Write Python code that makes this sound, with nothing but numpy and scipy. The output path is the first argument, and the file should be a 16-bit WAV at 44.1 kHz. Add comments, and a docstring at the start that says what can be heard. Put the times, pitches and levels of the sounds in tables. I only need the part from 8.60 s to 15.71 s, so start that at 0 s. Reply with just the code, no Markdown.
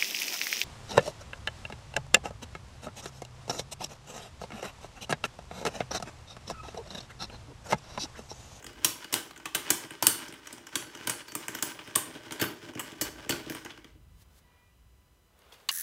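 """Two spinning tops clash and wobble in a plastic bowl on a tiled floor until both fall over.
Impact noise drives the resonances of bowl and rims and rings the metal as decaying modes.
Random grit under the tips makes the grind; cloth is shaped noise, and a hand's raps excite small plastic.
A reverberant room answers, over faint wavering tones, microphone hiss, rumble and an electronic whine."""
import sys
import numpy as np
from scipy import signal
from scipy.fft import rfft, irfft, next_fast_len
from scipy.io import wavfile
from scipy.ndimage import map_coordinates

SR = 44100
rng = np.random.default_rng(int(sys.argv[2]) if len(sys.argv) > 2 else 0)


def to_wav(sig):
    """Store sig (one row per channel, or 1-D mono) as 16-bit WAV at the path in sys.argv[1].

    Samples outside -1..1 are clipped; the rate is SR.
    """
    pcm = np.clip(np.atleast_2d(sig), -1, 1) * 32767
    pcm = np.round(pcm).astype(np.int16)
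    wavfile.write(sys.argv[1], SR, pcm.T)  # frames by channels


N = 313551

# Rim against rim: start_s, crack_peak_db, crack_band_hz, broad_db (re main band), treble_peak_db,
# body_peak_db, knock_peak_db, length_ms (to -60 dB), ring_db (one for each metal part)
RIM_CLASHES = [(0.2455, -6.5, 9560, 2.5, -15, -14.5, -29, 31, [-47, -47, -50, -52]),
               (0.5258, -18.5, 5800, 5, -31, -25.5, -29.5, 62, [-59, -63, -58, -56]),
               (0.5401, -8, 8700, 2, -20, -15, -38, 5.7, [-50, -58, -35, -48]),
               (0.8556, -27.5, 5640, 7, -57, -24.5, -40.5, 23, [-73, -69, -66, -72]),
               (0.9477, -14.5, 8970, -4.5, -23, -17, -32.5, 39, [-54, -44, -40, -59]),
               (1.1034, -5, 8700, 1.5, -16, -15, -27.5, 22, [-44, -45, -50, -57]),
               (1.4244, -12.5, 5530, 9, -18, -15, -27, 24, [-32.5, -37, -38, -54]),
               (1.4678, 1.5, 9170, -11.5, -6, -13, -26.5, 14, [-44, -44, -35, -50]),
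               (1.9275, -30, 8200, -8, -59, -50, -41, 18, [-76, -72, -72.5, -73]),
               (2.155, -14.5, 7000, 15, -36, -19.5, -31.5, 17.7, [-42, -42.5, -56, -60]),
               (2.4718, -17.5, 9050, 1, -32, -20.5, -30, 29, [-61, -59, -56, -60]),
               (2.4954, -14.5, 8550, -2.5, -40, -22.5, -35.5, 33, [-44, -50, -57, -58]),
               (2.6824, -41, 4500, 1.5, -64, -56, -51, 19, [-75, -51, -75, -67]),
               (2.752, -17.5, 8550, -4.5, -28, -23, -33, 11.3, [-64, -62, -58, -65]),
               (2.8826, -17.5, 7550, 4, -45, -20.5, -34, 3.7, [-65, -67, -58, -66]),
               (2.9488, -22, 5940, 11, -27.5, -23.5, -37, 23, [-70, -63, -62, -62]),
               (3.024, -16, 7500, 15, -37, -21, -31.5, 29, [-43, -53, -54, -35]),
               (3.3577, -7.5, 8940, -21, -14, -20, -28, 14.6, [-58, -64, -37, -53]),
               (3.7206, -28, 5660, 27, -52, -27, -39, 37, [-58, -68, -64, -69]),
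               (3.7968, -30.5, 7060, -15, -49, -26.5, -38, 69, [-68, -40, -66, -54]),
               (3.8129, -17, 3500, -3, -26, -19.5, -20.5, 35, [-45, -40, -59, -63]),
               (4.1937, -25, 7780, -81, -27, -25, -54, 56, [-53, -54, -66, -70]),
               (4.4114, -15.5, 7860, 25, -27, -21, -27.5, 57, [-56, -39.5, -61, -60]),
               (4.6925, -19, 7740, 2, -29, -22.5, -24, 69, [-55, -39, -62, -52]),
               (4.7066, -21, 4370, -23, -39, -22.5, -33, 11, [-63, -66, -63, -69]),
               (4.8976, -28.5, 5440, -11, -32, -29.5, -28, 19, [-55, -69, -65, -54]),
               (4.9479, -28.5, 8700, -10, -38, -30.5, -38, 19, [-72, -82, -70, -70])]
# Touches too weak to ring the metal: start_s, crack_peak_db, crack_band_hz, body_peak_db, knock_peak_db
LIGHT_TOUCHES = [(0.025, -39.5, 6860, -40, -53), (0.0425, -35, 7240, -38, -43),
                 (0.0647, -32.5, 4930, -34, -40.5), (0.13, -49, 7440, -55, -51),
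                 (0.222, -54, 7050, -65.5, -54), (0.235, -42, 5000, -39, -48),
                 (0.4431, -34, 4300, -30.5, -40.5), (0.708, -43, 3530, -37, -50),
                 (0.7604, -42, 7100, -39.5, -51), (0.7751, -39, 6740, -42, -47),
                 (0.7988, -54, 4650, -39, -51), (1.091, -38, 3500, -40.5, -48.5),
                 (1.306, -35, 8700, -32, -38.5), (1.6823, -36, 5600, -51, -39),
                 (1.7236, -40, 8770, -36, -41), (1.738, -44, 8650, -37, -64),
                 (1.8708, -33.5, 5950, -36, -64), (1.9066, -61, 3620, -38, -55.5),
                 (1.9802, -39.5, 5550, -39.5, -48), (2.0674, -33.5, 5640, -36.5, -52.5),
                 (2.089, -47, 8500, -43, -63), (2.2722, -51, 4490, -50, -50),
                 (2.3495, -34, 5940, -33.5, -41), (2.3727, -38, 4840, -38, -53),
                 (2.4003, -44.5, 4820, -42, -41), (2.4498, -43, 6180, -40, -44),
                 (2.719, -35, 6100, -35.5, -41.5), (2.9864, -35.5, 6660, -32, -55),
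                 (3.1899, -57, 3900, -32.5, -46), (3.2743, -44, 9000, -37.5, -39),
                 (3.338, -52, 3500, -49, -58), (3.3538, -20, 3500, -24.5, -54),
                 (3.5507, -46.5, 8900, -37, -40.5), (3.66, -45, 5100, -40, -39.5),
                 (3.7082, -32, 4100, -29.5, -35.5), (3.8236, -22, 5200, -19, -39),
                 (3.8376, -29, 9700, -22, -51), (4.026, -52, 3920, -66, -36),
                 (4.0877, -51, 5010, -39, -39.5), (4.135, -46, 5620, -39, -51),
                 (4.151, -37, 5560, -38, -30.5), (4.1738, -52, 5750, -33.5, -35),
                 (4.3184, -44, 7400, -40.5, -36.5), (4.359, -54, 4684, -48, -47),
                 (4.383, -60, 3500, -47, -58), (4.6591, -63, 3570, -43, -38),
                 (4.7219, -27.5, 4430, -25, -29), (4.8617, -43, 4490, -40, -32),
                 (4.9205, -34.5, 5730, -31, -59), (5.0481, -35.5, 5720, -36.5, -35.5),
                 (5.0592, -49, 5960, -31, -54), (5.1037, -60, 5540, -34.5, -43.5),
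                 (5.1752, -54, 4200, -37.5, -44), (5.2436, -46, 3500, -38, -43.5),
                 (5.35, -68.5, 3500, -61.5, -51.5)]
# Modes of the tops' metal parts, one list a part: mode_hz, level_db (re part), t60_s
METAL_PARTS = [
    [(8311, -1.5, .22), (10010, 0.5, .32), (11550, -4, .25)],
    [(4492, 0, .38), (13412, -2.5, .22)],
    [(8972, 0.5, .17), (12590, -0.5, .17)],
    [(15102, 0.5, .25), (13815, -9, .25)],
]
# Low resonances of the bowl: centre_hz, width_hz, level_db
BOWL_KNOCK_MODES = [(91.5, 47, -12), (115.8, 36, -4), (165, 35, -6), (245.2, 40, -3), (311, 27, 2.5),
                    (347.5, 11, 3.5), (410, 21, -0.5), (481.5, 73, -6.5), (610, 44, -4), (760, 110, -7)]
# High resonances of the bowl: centre_hz, width_hz, level_db
BOWL_BODY_MODES = [(982, 240, -6.5), (1127, 75, -1.5), (1163, 66, -4.5), (1543, 92, 4), (1920, 90, -21),
                   (2858, 544, -3), (2852, 180, -1.5), (3268, 720, -1)]
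# Tips running on the bowl, before the jolts of clashes: time_s, boom_db, scrape_db
TIP_GRIND = [(0.0, -53.5, -56.5), (0.4, -62, -52.5), (0.85, -70, -63.5), (1.1, -54.5, -49.5),
             (1.6, -58.5, -48.5), (2.05, -61.5, -58), (2.35, -52.5, -49), (2.7, -69, -54.5),
             (3.3, -54, -51), (3.8, -53.5, -53), (4.3, -55, -52.5), (4.7, -53, -53), (4.95, -68.5, -49),
             (5.2, -71.5, -61.5), (5.4, -73, -77)]
# Relative spectrum of the thin fizz of the tips: frequency_hz, level_db
FIZZ_SPECTRUM = [(1760, -26.5), (3000, -13), (3750, -3), (4600, -7), (4930, 11.5), (13000, -8), (16000, -4)]
# Taps of the hand: start_s, peak_db, length_ms (to -60 dB), band_hz, band_db, treble_db
HAND_RAPS = [(6.79, -51, 10, 3960, -4.5, 5), (6.819, -53.5, 8.5, 2270, -5, -27),
             (6.922, -42.5, 22, 3330, 11, -23), (6.94, -46.5, 21, 3540, 11, -13),
             (7, -50, 10, 3410, -7, -22), (7.088, -14.5, 6.9, 2840, -11, -7.5),
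             (7.0905, -13, 14, 2690, -9, -29), (7.101, -32, 10, 2520, 15, -16)]
# Resonances of the rapped plastic: centre_hz, width_hz, level_db
RAPPED_MODES = [(990, 64, 6.5), (2080, 150, -2), (2865, 80, 11), (3500, 490, -5.5), (4550, 320, 7.5),
                (6380, 340, -7), (7400, 310, -20), (3210, 7200, -8.5)]
# Sleeve and hand drawing near: time_s, low_db, high_db
HAND_REACH = [(5.399, -80, -85), (5.8, -72, -79.5), (5.97, -70.5, -91), (6.15, -82, -89.5),
              (6.671, -80, -90), (6.8, -66, -76), (6.915, -62, -69.5), (6.928, -55.5, -57.5),
              (6.97, -62, -67.5), (7.11, -64.5, -70)]
# Swishes of cloth: peak_s, low_db, high_db
CLOTH_SWISHES = [(5.626, -79, -62.5), (5.79, -77.5, -62.5)]
# Decay time of the room: frequency_hz, t60_s
ROOM_DECAY = [(150, .5), (500, 0.54), (2000, 0.38), (6000, 0.34), (15000, 0.29)]
# Brief far squeak: start_s, end_s, pitch_hz, level_db (about rms)
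FAR_SQUEAK = [(5.81, 6.08, 972, -76), (5.8, 6.15, 1960, -76), (5.85, 6.12, 2411, -77),
              (6.08, 6.2, 2790, -81)]
# Relative spectrum of the rumble: frequency_hz, level_db
RUMBLE_SPECTRUM = [(15, -27.5), (30, -8), (52, 4), (85, -5), (125, -12), (214, -24), (320, -43.5),
                   (550, -120)]
# Swells of the rumble: peak_s, level_db
RUMBLE_SWELLS = [(0.06, -54), (4.45, -60), (4.6, -60), (4.75, -58), (5.35, -51), (5.47, -53), (5.8, -61),
                 (6.28, -64), (6.45, -64)]
# Relative spectrum of the microphone hiss: frequency_hz, level_db
HISS_SPECTRUM = [(88, -27.5), (150, -2.5), (905, -16), (1020, -12), (1790, -19), (1940, -22), (2450, -18),
                 (3040, -17.5), (3490, -22.5), (7180, -25.5), (16000, -25.5)]
# Levels of the whine's harmonics: frequency_hz, level_db (rms)
WHINE_LEVELS = [(994, -83), (3000, -86), (7000, -90), (15000, -98)]

TOUCH_BROAD_DB, TOUCH_TREBLE_DB, TOUCH_MS = -12, -21.5, 22  # re main band, re crack, length
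TREBLE_HZ = 10740  # centre of the crack's upper band
EDGE_RISE_S = 0.001
FIZZ_DB = -12  # re scrape while the tops run calm
JOLT_DB = [-47, -45, -50]  # boom, scrape, fizz after a 0 dB crack
JOLT_DB_PER_DB, JOLT_RISE_S, JOLT_T60_S = 0.32, .01, 0.46  # growth with the crack's level, times
SWISH_RISE_S, SWISH_T60_S = .13, .05
DULL_CLOTH = [(150, -37.5), (400, 7), (1500, 2.5), (2900, -4), (3460, -2.0), (4100, -8), (8000, -27)]
THIN_CLOTH = [(1500, -1), (3500, 5.5), (9000, 3.5), (15000, 1.0)]  # both: frequency_hz, level_db
RUMBLE_DB, RUMBLE_RISE_S, RUMBLE_T60_S = -67.5, .07, 1.0
HISS_DB, WHINE_HZ = -69.5, 994.1
ROOM_DB, CEILING, TOP_HZ = -6.0, .97, 15800  # room level, full-scale limit, band limit


def contacts():
    """Impact excitation: a short rattle of edges drives crack, bowl body and knock; hard blows ring metal."""
    out, t = np.zeros((2, N + SR)), np.arange(SR // 3) / SR
    touches = [(s, db, hz, TOUCH_BROAD_DB, db + TOUCH_TREBLE_DB, body, knock, TOUCH_MS, [])
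               for s, db, hz, body, knock in LIGHT_TOUCHES]
    for s, db, hz, broad_db, treble_db, body_db, knock_db, ms, rings_db in RIM_CLASHES + touches:
        edges = burst(t, ms)
        crack = struck(edges, bright_band(hz, 1100, 6500, broad_db), db)
        treble = struck(edges, bright_band(TREBLE_HZ, 1800, 12500, -6), treble_db)
        body = struck(edges, bowl_body(), body_db)
        start = round(s * SR)
        sound = crack + treble + body + bowl_knock(t, edges, knock_db)
        # a thin tone beams little into the room: direct and room gains
        sound = sound + metal_ring(t, rings_db) * np.array([[.9], [.6]])
        out[:, start:start + len(t)] += sound
    return out[:, :N]


def bright_band(hz, width, broad_hz, broad_db):
    """Parallel resonance: a main band and a broad part add, then a wide resonance shapes their sum."""
    bands = resonant([(hz, width, 0), (broad_hz, 6000, broad_db)], sign=1)
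    outline = resonant([(broad_hz, 9000, 0)])
    return lambda f: bands(f) * outline(f)


def bowl_body():
    """Modal excitation: the place of the blow picks the bowl's modes, varied here at random."""
    modes = [(f * (1 + rng.normal(0, .015)), w, level + rng.normal(0, 3))
             for f, w, level in BOWL_BODY_MODES]
    narrow, broad = resonant(modes), resonant([(2200, 3500, -3)])
    return dulled(lambda f: narrow(f) + broad(f))


def bowl_knock(t, edges, db):
    """Low modal response: the blow reaches the bowl through the tip as one soft push."""
    push = np.exp(-((t - .003) / 0.00053) ** 2)
    return amp(db) * peak(filtered(push + 0.9 * edges, resonant(BOWL_KNOCK_MODES)))


def metal_ring(t, rings_db):
    """Free vibration: where the blow lands decides how strongly each metal part rings."""
    return sum(ring(t, hz, part_db + level + rng.normal(0, 2), t60)
               for part_db, part in zip(rings_db, METAL_PARTS) for hz, level, t60 in part)


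def ring(t, hz, db, t60):
    """Mode splitting: the disc is not quite round, so each decaying mode is a close pair that beats."""
    main = np.sin(2 * np.pi * hz * t)
    twin = .35 * np.sin(2 * np.pi * (hz * 1.0025 * t + rng.random()))
    onset = 1 - np.exp(-t / 0.00043)
    return amp(db - 60 * t / max(t60, .01)) * (main + twin) * onset


def grind():
    """Friction excitation: tips skip over uneven grit, throb as the tops wobble, and jolt at a clash."""
    boom, scrape = curves(TIP_GRIND)
    times = [c[0] for c in RIM_CLASHES]
    jolts_db = [JOLT_DB_PER_DB * c[1] for c in RIM_CLASHES]
    jolt = swells(times, jolts_db, JOLT_RISE_S, JOLT_T60_S)
    calm = np.array([boom, scrape, amp(FIZZ_DB) * scrape])
    boom, scrape, fizz = calm + amp(JOLT_DB)[:, None] * jolt
    throb = wobble(28)
    sizes_db = np.minimum(rng.exponential(size=N), 3) * 2  # a few bumps are bigger
    bumps = (rng.random(N) < 1600 / SR) * rng.standard_normal(N)  # about 1600 a second
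    grit = unit(bumps * amp(sizes_db + 3.5 * throb + 2 * wobble(70)))
    grit = grit + 0.32 * rng.standard_normal(N)  # fine dust under the bumps
    low = unit(amp(2.5 * wobble(40)) * filtered(grit, resonant(BOWL_KNOCK_MODES)))
    narrow, broad = resonant(BOWL_BODY_MODES), resonant([(2400, 4500, -4)])
    mid = unit(filtered(grit, dulled(lambda f: narrow(f) + broad(f))))
    high = unit(amp(2.5 * throb + 2 * wobble(90)) * noise(FIZZ_SPECTRUM))
    return boom * low + scrape * mid + fizz * high


def raps():
    """Impact excitation of a small plastic body: short noise bursts drive its resonances."""
    out, t = np.zeros((2, N + SR)), np.arange(SR // 10) / SR
    plastic = resonant(RAPPED_MODES)
    for s, db, ms, hz, band_db, treble_db in HAND_RAPS:
        accent = resonant([(hz, 250, band_db), (9000, 9000, treble_db)], sign=1)
        start = round(s * SR)
        out[:, start:start + len(t)] += struck(burst(t, ms), lambda f: plastic(f) + accent(f), db)
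    return out[:, :N]


def rustle():
    """Friction noise of cloth and skin: a dull rush and a thin one; swishes build up and stop short."""
    times, low_db, high_db = np.transpose(CLOTH_SWISHES)
    low, high = curves(HAND_REACH)
    low = low + swells(times, low_db, SWISH_RISE_S, SWISH_T60_S)
    high = high + swells(times, high_db, SWISH_RISE_S, SWISH_T60_S)
    thin = amp(0.62 * wobble(63)) * noise(THIN_CLOTH)
    return low * noise(DULL_CLOTH) + high * thin


def room(x):
    """Reverberation: each frequency decays at its own rate; the answer changes as the tops move about."""
    out, step = np.zeros(N + 2 * SR), SR // 5
    for a in range(0, N, step):
        hz, t, z = signal.stft(rng.standard_normal(SR * 3 // 4), SR, nperseg=256)
        decay = amp(-60 * t / along(ROOM_DECAY, hz)[:, None])
        tail = signal.istft(z * decay, SR, nperseg=256)[1]
        wet = signal.fftconvolve(x[a:a + step], tail / np.linalg.norm(tail))
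        out[a + 130:][:len(wet)] += wet  # first walls after 3 ms
    return out[:N]


def faint_tones():
    """Modulated sinusoids: thin tones waver in level and phase between soft edges."""
    t, out = np.arange(N) / SR, np.zeros(N)
    for start, end, hz, db in FAR_SQUEAK:
        edge = np.clip(np.minimum(t - start, end - t) / .05, 0, 1)
        level = amp(db + 3 + 2 * wobble(25))  # 3 dB turns rms into sine amplitude
        out += edge * level * np.sin(2 * np.pi * hz * t + .9 * wobble(35))
    return out


def rumble():
    """Low-frequency noise: an unsteady rumble rises in swells above a constant floor."""
    level = amp(RUMBLE_DB) + swells(*np.transpose(RUMBLE_SWELLS), RUMBLE_RISE_S, RUMBLE_T60_S)
    return level * unit(amp(2.2 * wobble(5.3)) * noise(RUMBLE_SPECTRUM))


def whine():
    """Harmonic series: a steady electronic comb of fifteen sinusoids on one fundamental."""
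    t, out = np.arange(N) / SR, np.zeros(N)
    for hz in WHINE_HZ * np.arange(1, 16):
        level = amp(along(WHINE_LEVELS, hz)) * np.sqrt(2)
        out += level * np.sin(2 * np.pi * (hz * t + rng.random()))
    return out


def hiss():
    """Stationary random noise of the microphone, coloured by its spectrum."""
    return amp(HISS_DB) * noise(HISS_SPECTRUM)


def burst(t, ms):
    """Transient noise: edges rattle against each other and decay by 60 dB over the given length."""
    return rng.standard_normal(len(t)) * (1 - np.exp(-t / EDGE_RISE_S)) * amp(-60 * t / (max(ms, 1) / 1000))


def struck(edges, response, db):
    """Direct and diffuse radiation: the near sound, and the room's share evened over all directions."""
    near = amp(db) * peak(filtered(edges, response))
    blow = filtered(np.arange(len(edges)) == 0, response)  # impulse response
    blow = blow * np.linalg.norm(near) / np.linalg.norm(blow)
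    return np.array([near, .55 * near + .83 * blow])


def resonant(modes, sign=-1):
    """Modal superposition of causal band-pass resonances; neighbours alternate in sign unless sign is 1."""
    def response(f):
        return sum(sign ** k * amp(db) * 1j * f * width / (hz * hz - f * f + 1j * f * width)
                   for k, (hz, width, db) in enumerate(modes))
    return response


def dulled(response):
    """Transmission loss: thick plastic passes little treble."""
    return lambda f: response(f) / (1 + 1j * f / 5500) ** 2


def filtered(x, response):
    """Linear filtering: the spectrum of x times a response of frequency."""
    m = next_fast_len(len(x) + 8192)
    return irfft(rfft(x, m) * response(np.fft.rfftfreq(m, 1 / SR)), m)[:len(x)]


def noise(spectrum):
    """Spectral shaping: white noise coloured and scaled to rms 1."""
    return unit(filtered(rng.standard_normal(N), lambda hz: amp(along(spectrum, hz))))


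def swells(times, levels_db, rise_s, t60):
    """Exponential envelopes, summed: each gains 30 dB over rise_s up to its peak, then dies away."""
    t = np.arange(N) / SR
    return sum(amp(db + np.where(t < s, 30 * (t - s) / rise_s, 60 * (s - t) / t60))
               for s, db in zip(times, levels_db))


def curves(rows):
    """Decibel interpolation: one gain a sample for each level column, at -150 dB outside the rows."""
    s, *columns = np.transpose(rows)
    return [amp(np.interp(np.arange(N) / SR, s, db, -150, -150)) for db in columns]


def wobble(rate):
    """Random modulation: a smooth curve through rate random knots a second."""
    return map_coordinates(rng.standard_normal(int(N * rate / SR) + 4), [np.arange(N) * rate / SR])


def along(points, hz):
    """Logarithmic frequency scale: values interpolated between (hz, value) points."""
    f, v = np.transpose(points)
    return np.interp(np.log(hz + 1), np.log(f + 1), v)


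def amp(db):
    """Decibel law: the amplitude gain of a level."""
    return 10 ** (np.asarray(db) / 20)


def unit(x):
    """Power normalisation: scaled to rms 1."""
    return x / np.sqrt(np.mean(x ** 2) + 1e-20)


def peak(x):
    """Peak normalisation: scaled to peak 1."""
    return x / np.max(np.abs(x))


def scene():
    """Superposition: tops and hand, their room answer and the background add linearly."""
    near, far = contacts() + raps()
    steady = grind() + rustle()
    answer = amp(ROOM_DB) * room(far + 0.13 * steady)
    background = faint_tones() + rumble() + whine() + hiss()
    return (near + answer + steady + background)[None]


def record(dry):
    """Band limiting and saturation: deep bass drops, peaks round off near full scale, top is cut."""
    x = filtered(dry[0], lambda hz: hz ** 4 / (hz ** 4 + 40 ** 4))
    x = x / (1 + np.abs(x / CEILING) ** 8) ** (1 / 8)
    return filtered(x, lambda hz: 1 / (1 + (hz / TOP_HZ) ** 200))[None]


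dry = scene()
out = record(dry)
to_wav(out)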